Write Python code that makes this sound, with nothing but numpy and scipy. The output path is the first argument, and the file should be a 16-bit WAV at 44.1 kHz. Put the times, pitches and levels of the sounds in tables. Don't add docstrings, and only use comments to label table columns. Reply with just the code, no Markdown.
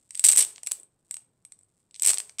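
import sys
import numpy as np
from scipy import signal
from scipy.fft import rfft, irfft, next_fast_len
from scipy.io import wavfile

SR = 44100
rng = np.random.default_rng(int(sys.argv[2]) if len(sys.argv) > 2 else 0)


def wav_out(sig):
    wavfile.write(sys.argv[1], SR, np.round(np.clip(np.atleast_2d(sig).T, -1, 1) * 32767).astype(np.int16))


N = 105840

# start in seconds, treble level
# in dB before the tick's gain, clack in dB against that level, knock in dB against the clack.
PIN_LANDINGS = [(0.1074, -38, -6.5, -16.5), (0.1486, -42.5, 1.5, -26), (0.1529, -31.5, -7.5, -23),
                (0.175, -34.5, -13, -27), (0.1949, -21.5, -11, -17.5), (0.2663, -12.5, -9, -15.5),
                (0.2857, -13.5, -8.5, -21.5), (0.3033, -23, -5, -14.5), (0.3157, -19, -13, -14),
                (0.3223, -16.5, -8, -27.5), (0.354, -29.5, -4.5, -19.5), (0.3587, -34, -0.5, -9),
                (0.3617, -18, -13.5, -16.5), (0.3733, -13, -15.5, -9), (0.4156, -25, -4.5, -13),
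                (0.449, -28.5, -8.5, -13.5), (0.56, -53.5, 11, -28.5), (0.5807, -57, 13, -7),
                (0.633, -35.5, -5.5, -12), (0.664, -34.5, -9, -21), (0.6711, -24.5, -9.5, -12),
                (0.6755, -36.5, -8.5, -5.5), (0.7133, -35, -4, -9), (0.718, -20.5, -10, -14),
                (0.7993, -44, -22, -9), (0.8323, -46, -19.5, -13), (1.1107, -28.5, -11.5, -11),
                (1.1421, -31.5, -11, -12), (1.1681, -36.5, -7.5, -9.5), (1.4505, -43, -13, -6),
                (1.5214, -42, -10, -11.5), (1.5897, -54, -19.5, -7.5), (1.6109, -59, -15, -8),
                (1.633, -57, -25, -4.5), (1.9102, -56.5, -3, -18), (1.9439, -50.5, 5.5, -29),
                (1.953, -49, 0, -38.5), (1.961, -45.5, -0.5, -24), (1.997, -33.5, -2.5, -24.5),
                (2.0217, -19, -18, -8.5), (2.0332, -20.5, -9, -25.5), (2.0381, -40.5, 6, -14),
                (2.062, -15.5, -11, -14), (2.1144, -21, -13.5, -8), (2.1333, -27, -2.5, -10.5),
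                (2.1428, -22.5, -10, -17), (2.1733, -38.5, 6.5, -14.5), (2.1834, -24, -7, -16),
                (2.2015, -31.5, -2, -10.5), (2.295, -46.5, 3, -11)]


def single_pins():
    out = np.zeros(N)
    for start, treble_db, clack_db, knock_db in PIN_LANDINGS:
        add(out, start, landing(contact(treble_db), 0, treble_db, clack_db, knock_db))
    return out


# start in seconds, length in seconds,
# then treble, clack and knock in dB as for the single pins.
PATCH_FALLS = [(0.2401, 0.004, -18, -7.5, -13.5), (0.2456, 0.0084, -14, -11, -18.5),
               (0.2596, 0.0031, -21.5, -8, -17), (0.272, 0.009, -26, -11, -14),
               (0.289, 0.0035, -12, -11, -16), (0.296, 0.004, -23, -7, -13),
               (0.3301, 0.0067, -23.5, -11, -10), (0.378, 0.02, -17.5, -12, -13),
               (0.404, 0.008, -21.5, -5.5, -21), (0.423, 0.004, -22, -10, -18),
               (0.43, 0.0067, -38.5, 3, -16.5), (2.0464, 0.0078, -24.5, -6, -17),
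               (2.0716, 0.005, -18, -13, -10), (2.081, 0.0058, -21, -7.5, -13.5),
               (2.091, 0.0061, -21, -9, -12), (2.1, 0.0087, -23.5, -4, -13), (2.3847, 0.0096, -43, 1, -14),
               (2.3943, 0.0052, -29.5, -3.5, -19)]
PATCH_HITS_PER_S, MOST_PINS = 850, 24
LEADING_HIT_DB, HIT_SPREAD_DB = -1, 7.5


def falling_patches():
    out = np.zeros(N)
    for start, length, treble_db, clack_db, knock_db in PATCH_FALLS:
        pins = [contact(treble_db) for _ in range(MOST_PINS)]
        count = int(np.clip(length * PATCH_HITS_PER_S + 1, 2, MOST_PINS))
        jitter, weakness, polarity = rng.random((3, MOST_PINS))[:, :count]
        onsets = (np.arange(count) + jitter - jitter[0]) / count * length
        gains = np.sign(polarity - .5) * from_db(np.r_[LEADING_HIT_DB, -HIT_SPREAD_DB * weakness[1:]])
        parts = np.zeros((3, SR // 10))
        for i, gain, pin in zip((onsets * SR).astype(int), gains, pins):
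            parts[:, i:i + pin.shape[1]] += gain * pin
        add(out, start, landing(parts, length, treble_db, clack_db, knock_db))
    return out


# frequency in Hz, relative level in dB.
CLICK_COLOUR = [(100, -44.5), (250, -36.5), (400, -25.5), (1000, -27), (1450, -28.5), (2100, -23.5),
                (4200, -18), (5000, -19.5), (5700, -16), (6500, -18), (7500, -7), (8150, -7.5),
                (8900, -8.5), (9900, -10.5), (10500, -19.5), (11000, -9.5), (11700, -20.5), (13300, -29.5),
                (14300, -19), (15500, -34.5)]
CHATTER_DB, CHATTER_T60_S = -16, 0.011
HARD_BLOW_DB, TOP_DB_PER_DB, BODY_DB_PER_DB = -19.5, 0.5, 0.8
KNOCK_BELOW_HZ, TREBLE_ABOVE_HZ = 2050, 6515
TICK_HZ, TICK_SPREAD, SWELL_S = 8172, .025, 0.00032
REBOUND_S, REBOUND_DB = .002, -7.5


def contact(treble_db):
    t = np.arange(SR // 40) / SR
    blow = from_db(CHATTER_DB - 60 * t / CHATTER_T60_S) * rng.standard_normal(len(t))
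    blow[0] = 1
    light_db = min(treble_db - HARD_BLOW_DB, 0)
    top_db = TOP_DB_PER_DB * light_db
    touch_colour = [(300, BODY_DB_PER_DB * light_db), (726, 0), (10800, 0), (13500, top_db)]
    sound = coloured(coloured(blow, CLICK_COLOUR), touch_colour)
    treble = unit_energy(filtered(sound, TREBLE_ABOVE_HZ, "high", order=5))
    clack = unit_energy(filtered(sound, [KNOCK_BELOW_HZ, TREBLE_ABOVE_HZ], "band", order=4))
    knock = unit_energy(filtered(sound, KNOCK_BELOW_HZ, "low", order=4))
    pitch_hz = TICK_HZ * rng.normal(1, TICK_SPREAD)
    swell = t * np.exp(-t / SWELL_S) * np.cos(2 * np.pi * pitch_hz * t)
    tick = from_db(-.5 - .5 * top_db) * unit_energy(signal.fftconvolve(treble, swell)[:len(t)])
    lag = int(REBOUND_S * rng.uniform(.7, 1.3) * SR)
    rebound = from_db(REBOUND_DB) * np.pad(tick, (lag, 0))[:len(t)]
    return np.array([treble + tick + rebound, clack, knock])


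CLICK_S, TICK_GAIN_DB = 0.0027, 2.5


def landing(parts, length, treble_db, clack_db, knock_db):
    levels_db = np.cumsum([treble_db, clack_db, knock_db]) + [TICK_GAIN_DB, 0, 0]
    gains = from_db(levels_db) * np.sqrt((length + CLICK_S) * SR)
    return sum(gain * unit_energy(part) for gain, part in zip(gains, parts))


# time in seconds, level in dB.
RUSTLE_LEVEL = [(0, -69), (.08, -71.5), (0.172, -48.5), (.23, -49), (.41, -33), (.5, -47.5), (0.618, -66.5),
                (.76, -49), (0.881, -85), (0.999, -82), (1.09, -68.5), (1.2, -62.5), (1.299, -89.5),
                (1.549, -74), (1.66, -79), (1.8, -75), (1.9, -86.5), (2.0, -56), (2.1, -35), (2.25, -54),
                (2.37, -70)]
# frequency in Hz, relative level in dB.
RUSTLE_COLOUR = [(1000, -30), (2200, -24), (6500, -19.5), (8300, -3.5), (9500, -16), (15000, -35.5)]
PEAK_TOUCHES_PER_S = 5600
THINNING = 0.65


def sliding_pins():
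    level_db = np.interp(np.arange(N) / SR, *np.transpose(RUSTLE_LEVEL))
    chance = PEAK_TOUCHES_PER_S / SR * from_db(THINNING * (level_db - level_db.max()))
    touches = (rng.random(N) < chance) * rng.choice([-1, 1], N) / np.sqrt(chance)
    touches *= from_db(np.minimum(rng.exponential(1, N), 2))
    return unit_energy(coloured(touches, RUSTLE_COLOUR)) * np.sqrt(N) * from_db(level_db)


# pitch in Hz, width in Hz, gain in dB,
# seconds to fall by 60 dB.
RING_CLUSTERS = [(8420, 600, -10, 0.25), (11080, 260, -12.5, 0.21)]


def ringing_pins(toy):
    t = np.arange(SR) / SR
    response = np.zeros(SR)
    for hz, width, db, t60 in RING_CLUSTERS:
        cluster = filtered(rng.standard_normal(SR), [hz - width / 2, hz + width / 2], "band", order=2)
        ring = unit_energy(cluster * from_db(-60 * t / t60))
        response += ring * from_db(db) * np.sqrt(2 * width / SR)
    return signal.fftconvolve(toy, response)[:N]


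# start in seconds, pitch in Hz, level in dB.
FRAME_BUMPS = [(.243, 167, -61), (0.289, 160, -59.5), (.376, 400, -50), (.775, 425, -65)]
BUMP_SWELL_S = .014


def frame_bumps():
    out = np.zeros(N)
    t = np.arange(SR // 5) / SR
    for start, hz, db in FRAME_BUMPS:
        noise = filtered(rng.standard_normal(len(t)), [hz / np.sqrt(2), hz * np.sqrt(2)], "band", order=3)
        bump = unit_energy(noise * t * np.exp(-t / BUMP_SWELL_S))
        add(out, start, bump * from_db(db) * np.sqrt(2 * BUMP_SWELL_S * SR))
    return out


# frequency in Hz, seconds to fall by 60 dB.
TAIL_DECAY = [(200, 0.72), (8000, 0.14), (15000, 0.23)]
# frequency in Hz, level in dB against the direct sound.
TAIL_LEVEL = [(800, -9), (2500, -15.5), (15000, -11.5)]
# delay in seconds, gain in dB within the echo band.
EARLY_ECHOES = [(.0097, -16), (0.0135, -13)]
ECHO_BAND_HZ, TAIL_RISE_S = (7900, 8800), 0.0063


def room(toy):
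    t = np.arange(SR) / SR
    rise = np.clip(t / TAIL_RISE_S, 0, 1) ** 2
    edges_hz = np.geomspace(80, 18000, 12)
    tail = np.zeros(SR)
    for low, high in zip(edges_hz, edges_hz[1:]):
        hz = np.sqrt(low * high)
        noise = filtered(rng.standard_normal(SR), [low, high], "band", order=3)
        band = unit_energy(noise * from_db(-60 * t / at_hz(TAIL_DECAY, hz)) * rise)
        tail += band * from_db(at_hz(TAIL_LEVEL, hz)) * np.sqrt(2 * (high - low) / SR)
    echoes = np.zeros(SR)
    for delay, db in EARLY_ECHOES:
        echoes[int(delay * SR)] += from_db(db)
    return signal.fftconvolve(toy, tail + filtered(echoes, ECHO_BAND_HZ, "band", order=2))[:N]


# frequency in Hz, relative level in dB.
ROOM_TONE_COLOUR = [(50, -5), (120, 4.5), (200, -0.5), (350, -5), (1000, -14.5), (2400, -24.5),
                    (6500, -27.5), (8300, -18.5), (9700, -28), (16000, -37.5)]
ROOM_TONE_DB = -75


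def room_tone():
    noise = coloured(rng.standard_normal(N), ROOM_TONE_COLOUR)
    return from_db(ROOM_TONE_DB) * np.sqrt(N) * unit_energy(noise)


def from_db(db):
    return 10 ** (np.asarray(db) / 20)


def unit_energy(x):
    return x / np.sqrt(np.sum(x ** 2) + 1e-20)


def at_hz(points, hz):
    table_hz, values = np.transpose(points)
    return np.interp(np.log(np.maximum(hz, 1)), np.log(table_hz), values)


def coloured(x, points):
    size = 2 * next_fast_len(len(x))
    gains = from_db(at_hz(points, np.fft.rfftfreq(size, 1 / SR)))
    cepstrum = irfft(np.log(gains))
    cepstrum[1:size // 2] *= 2
    cepstrum[size // 2 + 1:] = 0
    return irfft(rfft(x, size) * np.exp(rfft(cepstrum)))[:len(x)]


def filtered(x, hz, kind, order):
    return signal.sosfilt(signal.butter(order, hz, kind, fs=SR, output="sos"), x)


def add(out, start, sound):
    i = int(np.clip(start * SR, 0, N - 1))
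    out[i:i + len(sound)] += sound[:N - i]


def scene():
    toy = single_pins() + falling_patches() + sliding_pins() + frame_bumps()
    return (toy + ringing_pins(toy) + room(toy) + room_tone())[None]


PEAK_CEILING, CUTOFF_HZ = .75, 15700


def record(dry):
    rounded = dry / (1 + (dry / PEAK_CEILING) ** 6) ** (1 / 6)
    return signal.sosfilt(signal.ellip(10, .2, 80, CUTOFF_HZ, fs=SR, output="sos"), rounded)


dry = scene()
out = record(dry)
wav_out(out)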